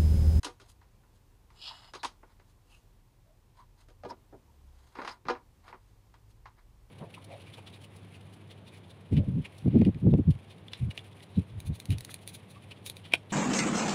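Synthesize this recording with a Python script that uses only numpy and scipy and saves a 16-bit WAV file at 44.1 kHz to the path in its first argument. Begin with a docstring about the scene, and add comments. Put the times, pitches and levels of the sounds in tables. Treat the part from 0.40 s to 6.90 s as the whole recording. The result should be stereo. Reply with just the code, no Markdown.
"""A small garage, with a hand-held stereo microphone close to some rusty steel wheel rims.
A metal clamp on a cable clicks and clatters on the steel, each touch echoing off a near wall; the hard
blows make a rim ring briefly. The cable slides and rubs in tiny slips that excite resonances.
The garage answers with a short tail; behind it lie a faint low drone, hiss and a far engine."""
import sys
import numpy as np
from scipy import signal
from scipy.fft import rfft, irfft, next_fast_len
from scipy.io import wavfile
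from scipy.ndimage import map_coordinates

SR = 44100
rng = np.random.default_rng(int(sys.argv[2]) if len(sys.argv) > 2 else 0)


def wav_record(signal):
    """Record a signal, one row per channel, as 16-bit PCM in the file named by sys.argv[1]."""
    frames = np.transpose(np.atleast_2d(signal))
    bounded = np.clip(frames, -1, 1)
    # unit amplitude maps onto the largest positive 16-bit level
    quanta = np.round(bounded * 32767).astype(np.int16)
    wavfile.write(sys.argv[1], SR, quanta)


N = 286650
TIME = np.arange(N) / SR

# clamp on steel, relative levels: t/s, level/dB, weight/dB, hardness/dB, wall echo/dB, rim ring/dB
CONTACTS = [(0.0312, -42, -16.5, 7.5, 6.5, -53), (0.065, -40, -10, -10, -14, -43.5),
            (0.199, -55.5, -6.5, 4, -3, -81), (0.413, -59, -17, -15, -9, -81),
            (0.635, -62.5, -26, -36, -21, -88), (1.103, -60.5, -19, -5, -17, -74),
            (1.5356, -42.5, -11.5, -1, 0, -72), (1.6314, -35.5, -17, 2, 1, -46.5),
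            (1.83, -48, -8, -59, -16, -80), (1.997, -58, -7, -13, -24, -85),
            (3.485, -61.5, -1.5, 2.5, -6.5, -63), (3.635, -48, 4, -13.5, 0, -41.5),
            (3.7, -46.5, -4, -26.5, -1.5, -58), (3.926, -58.5, 9, -38, -3.5, -74),
            (4.553, -42.5, -12, -21.5, -6, -50), (4.5866, -30.5, -9, -60, -14, -53),
            (4.617, -37.5, -5, -21, -10.5, -48), (4.648, -38, -16, -11, -9.5, -62),
            (4.675, -32.5, -17.5, -10, -7.5, -61), (4.8525, -47, -6.5, -23, 1, -53),
            (4.884, -24, -15, -23, -3.5, -24.5), (4.951, -41.5, -9.5, -37, -11, -61),
            (5.279, -48.5, -15, -11, -18, -55), (5.327, -41, -15, -47, -5, -64),
            (5.74, -56.5, -20.5, -8, -15, -73), (6.0557, -43.5, -25, -26, -10, -85)]
# a blow's thud, body, clack, clink and tick bands: low/Hz, high/Hz
BLOW_BANDS = [(215, 635), (635, 1300), (1300, 2700), (2700, 5600), (5600, 15000)]
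# a blow of zero weight and hardness, per band: level/dB
PLAIN_BLOW = [2, 0, -1, -5, -13.5]
# share of the hardness that each band takes
HARDNESS_SHARE = [0.025, 0.034, 0.16, 0.48, 0.97]
# colour of the diffuse, bassier echo off a near wall, per band: gain/dB
ECHO_COLOUR = [5.5, 0, -4, 3.5, 2]
# spectrum of a blow's force: f/Hz, gain/dB
BLOW_SPECTRUM = [(250, 1), (450, 1), (620, 1), (1000, 12), (1300, 5.5), (1900, 5), (3000, -2), (5200, -6),
                 (7000, -9), (10000, -8), (12000, -22), (15000, -48)]
# resonances of clamp and rim together: f/Hz, width/Hz, gain/dB
STEEL_PEAKS = [(264, 9.9, 4), (377.6, 41, 7.5), (456, 360, 0), (810, 8.3, 2.5), (968, 240, 6.5),
               (1202, 78, 4), (1432, 53, 5.5), (1640, 160, 1), (2003, 300, 2), (2560, 45, -1),
               (2910, 80, -3), (3260, 49, 4.5), (4000, 630, 3.5), (4090, 110, 2.5), (4840, 37, 6.5),
               (6490, 124, 9.5), (10680, 270, -3)]
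# ringing modes of a rim: f/Hz, gain/dB, t60/s
RIM_MODES = [(252, -11.5, .18), (358, -9, .16), (485, 0, .13), (757, -3, .14), (953, -1.5, .16),
             (1206, -3.5, .14), (1454, -12, .12), (1668, -9, .14), (2060, -13, .09), (2430, -14, .11),
             (2920, -14, .09), (5330, -23, .09)]
# dull bumps under the heavier contacts: t/s, relative level/dB
BUMPS = [(3.643, -55), (3.94, -62.5), (4.855, -55)]
# the cable is drawn out, relative levels: t/s, hiss/dB, body/dB
CABLE_PULL = [(1.12, -85, -72), (1.226, -47.5, -63.5), (1.284, -40, -51.5), (1.328, -53.5, -54),
              (1.368, -59.5, -61.5), (1.486, -62.5, -58.5), (1.52, -71, -76)]
# resonances the sliding cable excites: f/Hz, width/Hz, gain/dB
CABLE_PEAKS = [(935, 90, 6), (1220, 180, 5), (2920, 38, 14), (3360, 180, 7), (3900, 90, 8),
               (4390, 41, 11.5), (5020, 69, 13), (7260, 840, 10.5)]
# spectrum of friction: f/Hz, gain/dB
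FRICTION_SPECTRUM = [(300, 13), (900, 4), (1900, 1.5), (2400, 9.5), (2900, 2.5), (4000, 0), (5200, -1),
                     (6000, -5.5), (10000, -5), (15000, -20.5)]
# friction's body, clink and tick bands: low/Hz, high/Hz
FRICTION_BANDS = [(650, 2100), (2550, 5400), (5700, 15000)]
# scuffs of cable and clamp: centre t/s, half-length/s, level/dB, brightness/(dB per octave)
SCUFFS = [(0.258, 0.035, -67, -3), (0.303, 0.021, -70, 2.5), (0.757, 0.025, -77.5, 0.5),
          (1.913, 0.024, -64.5, -6.5), (2.103, 0.023, -72.5, -0.5), (2.338, 0.062, -70, 0),
          (3.199, 0.037, -62, -4), (3.409, 0.031, -64.5, -2), (3.699, 0.013, -52.5, -3),
          (4.47, 0.15, -68.5, -2.5), (4.602, 0.038, -49, -8.5), (4.707, 0.044, -52, -5),
          (5.287, 0.041, -53.5, -6.5), (5.482, 0.08, -76.5, -1), (5.907, 0.022, -72, -0.5),
          (6.194, 0.021, -61, -7.5)]
# slips and rattles that catch one resonance: centre t/s, half-length/s, f/Hz, level/dB
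SQUEAKS = [(0.078, 0.025, 301, -49), (1.32, 0.02, 964, -48), (1.604, 0.015, 4000, -53),
           (1.65, 0.011, 965, -31), (2.337, 0.043, 2760, -61.5), (2.906, 0.045, 640, -68.5),
           (3.212, 0.028, 1024, -53.5), (3.707, 0.011, 5130, -50.5), (3.716, 0.018, 940, -38.5),
           (4.091, 0.025, 933, -68.5), (4.706, 0.019, 4930, -48.5)]
# decay of the garage: f/Hz, t60/s
GARAGE_DECAY = [(150, 0.39), (400, 0.24), (1000, 0.23), (3000, 0.19), (10000, 0.21)]
# far engine, relative levels: t/s, firing rate/Hz, firing tone/dB, octave/dB, load overtone/dB
ENGINE = [(0, 36, -66.5, -72, -66), (2.9, 36.01, -65.5, -76.5, -68.5), (3.7, 35.82, -55, -82, -58.5),
          (4.05, 36.44, -59, -62, -85), (4.28, 34.43, -68, -51.5, -88), (4.85, 29, -72, -72, -78),
          (5.45, 50, -61.5, -59, -85), (6.5, 56.45, -58.5, -66, -81)]
# those three tones as multiples of the firing rate
ENGINE_ORDERS = [1, 2, 2.5]
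# spectra of the room's rumble, drone and hiss: f/Hz, relative density/dB
RUMBLE_SPECTRUM = [(12, -26), (24, -13.5), (36, 8), (48, -3.5), (60, 0), (90, -42.5)]
DRONE_SPECTRUM = [(45, -75), (60, 4), (70, -11.5), (79, -6.5), (90, -2), (112, 1), (135, -7), (200, -38),
                  (400, -53)]
HISS_SPECTRUM = [(82, -36), (140, -5.5), (290, -10.5), (353, -11), (556, -15), (601, -18), (762, -16.5),
                 (1040, -15.5), (1300, -23), (1920, -24.5), (2960, -26.5), (6140, -30), (15500, -34.5)]
# balance at the microphone: f/Hz, left over right/dB
MIC_BALANCE = [(60, -5), (300, -6), (600, -5.5), (1100, -2), (2200, -.5), (3800, 4), (5200, 8), (7000, 3),
               (10000, -2)]
# likeness of its two sides: f/Hz, correlation
MIC_LIKENESS = [(100, 0.81), (400, 1), (1200, 0.68), (3000, 0.51), (12000, 0.24)]
# phase by which its left side leads: f/Hz, lead/rad
MIC_LEAD = [(150, .1), (300, .45), (480, .7), (750, 1.25), (1100, 2), (2500, 1.8), (4500, 1.7), (9000, 1.5)]


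def clamp(echo_s=0.0135, echo_rise_s=0.0011):
    """Close up, each strike rings the rim and echoes off a wall; weight adds thud, hardness treble."""
    t = np.arange(SR // 3) / SR
    thud = np.arange(len(BLOW_BANDS)) == 0
    out = np.zeros((2, N + SR))
    for s, db, weight, hardness, echo_db, ring_db in CONTACTS:
        levels = db + np.array(PLAIN_BLOW) + weight * thud + hardness * np.array(HARDNESS_SHARE)
        echo = strike(t, levels + echo_db + np.array(ECHO_COLOUR), rise_s=echo_rise_s)
        add_at(out, s, strike(t, levels))
        add_at(out, s + echo_s, echo + amp(ring_db) * rim(t))
    return out[:, :N]


def strike(t, levels, rise_s=0.00017, scatter_t60=0.1, crack_t60=0.0025, crack_db=4, tail_db=-13):
    """One touch on the steel: a crack, dense scatter among nearby things and the garage's tail."""
    decay = amp(-60 * t / scatter_t60) + amp(crack_db - 60 * t / crack_t60)
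    burst = rng.standard_normal((2, len(t))) * decay
    blow = (burst + amp(tail_db) * garage_tail(len(t))) * (1 - np.exp(-t / rise_s))
    clank = at_mic(filtered(blow, lambda hz: resonant(STEEL_PEAKS, hz) * amp(along(BLOW_SPECTRUM, hz))))
    parts = [band(clank, edges, order=3) for edges in BLOW_BANDS]
    head = SR // 70  # a band's level is its energy spread over this many samples
    return sum(amp(db + 2.5) * part * np.sqrt(head / np.sum(part ** 2))
               for db, part in zip(levels, parts))


def rim(t, build_s=0.0035):
    """A rim's modes build up and die, each with its own level and phase left and right."""
    sides = np.array([[.5], [-.5]])
    ring = 0
    for hz, db, t60 in RIM_MODES:
        phase = 2 * np.pi * (hz * t + rng.random()) + sides * along(MIC_LEAD, hz)
        start_db = db + rng.standard_normal() + sides * along(MIC_BALANCE, hz)
        ring = ring + amp(start_db - 60 * t / t60) * np.sin(phase)
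    return ring * (1 - np.exp(-t / build_s))


def bumps(t60=0.13, band_hz=(85, 220), gain_db=3):
    """The weight of a knock gives a short low push."""
    t = np.arange(SR // 4) / SR
    out = np.zeros((2, N))
    for s, db in BUMPS:
        burst = rng.standard_normal((2, len(t))) * amp(-60 * t / t60)
        push = at_mic(band(burst, band_hz, order=2))
        add_at(out, s, amp(db + gain_db) * push / np.std(push[:, :SR // 30]))
    return out


def cable(hiss_db=3.5, body_db=1.5, tick_db=-38, tick_follows=0.53, fade_s=0.012):
    """One sliding pull of the cable; its finest ticks swell less than its hiss."""
    start, end = CABLE_PULL[0][0], CABLE_PULL[-1][0]
    pulling = np.clip(np.minimum(TIME - start, end - TIME) / fade_s + 1, 0, 1)
    hiss, body = curves(CABLE_PULL)
    levels = [body + body_db, hiss + hiss_db, tick_follows * hiss + tick_db]
    return pulling * sum(amp(db) * grains for db, grains in zip(levels, friction(CABLE_PEAKS)))


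def scuffs(knee_hz=1150):
    """Each scuff on the steel swells and fades, its treble tilted by its brightness."""
    centres_hz = np.sqrt(np.prod(FRICTION_BANDS, axis=1))
    octaves_up = np.maximum(np.log2(centres_hz / knee_hz), 0)
    strokes = np.zeros((len(FRICTION_BANDS), N))
    for s, half_length, db, brightness in SCUFFS:
        near, envelope = swell(s, half_length)
        strokes[:, near] += amp(db + brightness * octaves_up)[:, None] * envelope
    return sum(stroke * grains for stroke, grains in zip(strokes, friction(STEEL_PEAKS)))


def friction(peaks):
    """Tiny slips in uneven clumps excite resonances: body, clink and tick bands, each of rms 1."""
    slips = rng.standard_normal((2, N)) * amp(2 * wobble(600) + 1.7 * wobble(110))
    scrape = at_mic(filtered(slips, lambda hz: resonant(peaks, hz) * amp(along(FRICTION_SPECTRUM, hz))))
    return [unit(band(scrape, edges)) for edges in FRICTION_BANDS]


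def squeaks(spread=.065):
    """A rub or rattle that feeds a single resonance swells into a fuzzy, uneven note."""
    grip = amp(2 * wobble(120))
    out = np.zeros((2, N))
    for s, half_length, hz, db in SQUEAKS:
        near, envelope = swell(s, half_length)
        slips = rng.standard_normal((2, near.sum())) * grip[near]
        note = at_mic(band(slips, (hz * (1 - spread), hz * (1 + spread)), order=2))
        out[:, near] += amp(db) * unit(note) * envelope
    return out


def garage_tail(n):
    """Diffuse sound off the near walls, n samples long; the bass lingers longest."""
    hz, age, spectrum = signal.stft(rng.standard_normal((2, n)), SR, nperseg=256)
    decay = amp(-60 * age / along(GARAGE_DECAY, hz)[:, None])
    return signal.istft(spectrum * decay, SR, nperseg=256)[1][:, :n]


def engine(waver_db=-2.0, waver_hz=.3, gain_db=-2.0):
    """A far engine cruises, slows and speeds up; only its lowest tones come through the walls."""
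    firing_hz, *levels = curves(ENGINE)
    phase = 2 * np.pi * np.cumsum(firing_hz + waver_hz * wobble(22)) / SR
    hum = sum(amp(db + gain_db + waver_db * wobble(14)) * np.sin(order * phase)
              for order, db in zip(ENGINE_ORDERS, levels))
    return hum * amp(along(MIC_BALANCE, firing_hz) * np.array([[.5], [-.5]]))


def room_tone(rumble_db=-64, drone_db=-66, hiss_db=-67.5, drift_db=-0.94, width=0.85, left_db=-1):
    """The garage's low rumble and drone under a faint, wide hiss whose level drifts."""
    noise = lambda spectrum: filtered(rng.standard_normal((2, N)), lambda hz: amp(along(spectrum, hz)))
    rumble = amp(rumble_db) * unit(at_mic(noise(RUMBLE_SPECTRUM)))
    drone = amp(drone_db) * unit(at_mic(noise(DRONE_SPECTRUM)))
    mid, side = noise(HISS_SPECTRUM)
    hiss = np.array([amp(left_db) * (mid + width * side), mid - width * side])
    return rumble + drone + amp(hiss_db + drift_db * wobble(3.69)) * unit(hiss)


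def at_mic(pair):
    """Two unrelated signals become the microphone's sides: partly alike, offset in level and phase."""
    turn = lambda hz: np.arccos(np.clip(along(MIC_LIKENESS, hz), 0, 1)) / 2
    mid, side = filtered(pair, lambda hz: np.array([np.cos(turn(hz)), np.sin(turn(hz))]))
    lean = lambda hz: amp(along(MIC_BALANCE, hz) / 2) * np.exp(.5j * along(MIC_LEAD, hz))
    return filtered(np.array([mid + side, mid - side]), lambda hz: np.array([lean(hz), 1 / lean(hz)]))


def resonant(peaks, hz):
    """Resonances that stand out of a flat response."""
    return np.prod([1 + (amp(db) - 1) * 1j * hz * width / (centre ** 2 - hz ** 2 + 1j * hz * width)
                    for centre, width, db in peaks], axis=0)


def filtered(x, response):
    """x through a complex response of frequency."""
    n = x.shape[-1]
    padded = next_fast_len(n + SR // 10)
    return irfft(rfft(x, padded) * response(np.fft.rfftfreq(padded, 1 / SR)), padded)[..., :n]


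def band(x, edges, order=5):
    """A causal band-pass."""
    return signal.sosfilt(signal.butter(order, edges, "bandpass", fs=SR, output="sos"), x)


def swell(s, half_length):
    """A mask of the samples near time s, and a bell curve over them."""
    near = abs(TIME - s) < 3 * half_length
    return near, np.exp(-((TIME[near] - s) / half_length) ** 2)


def wobble(rate):
    """A random curve, rate knots a second."""
    return map_coordinates(rng.standard_normal(int(N * rate / SR) + 4), [TIME * rate], order=1)


def along(points, hz):
    """(f/Hz, value) points read on a log axis."""
    knots_hz, values = np.transpose(points)
    return np.interp(np.log(hz + 1), np.log(knots_hz), values)


def curves(rows):
    """One value per sample for each column after the time."""
    times, *columns = np.transpose(rows)
    return [np.interp(TIME, times, column) for column in columns]


def add_at(out, s, sound):
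    """Mix a stereo sound in at time s."""
    out[:, round(s * SR):][:, :sound.shape[-1]] += sound


def amp(db):
    """Decibels to gain."""
    return 10 ** (np.asarray(db) / 20)


def unit(x):
    """Scaled to rms 1."""
    return x / np.sqrt(np.mean(x ** 2) + 1e-20)


def scene():
    """Clamp and cable close up, the engine far off, the room all round."""
    return clamp() + bumps() + cable() + scuffs() + squeaks() + engine() + room_tone()


def record(dry):
    """The microphone passes nothing above 15.4 kHz."""
    return filtered(dry, lambda hz: hz < 15400)


dry = scene()
out = record(dry)
wav_record(out)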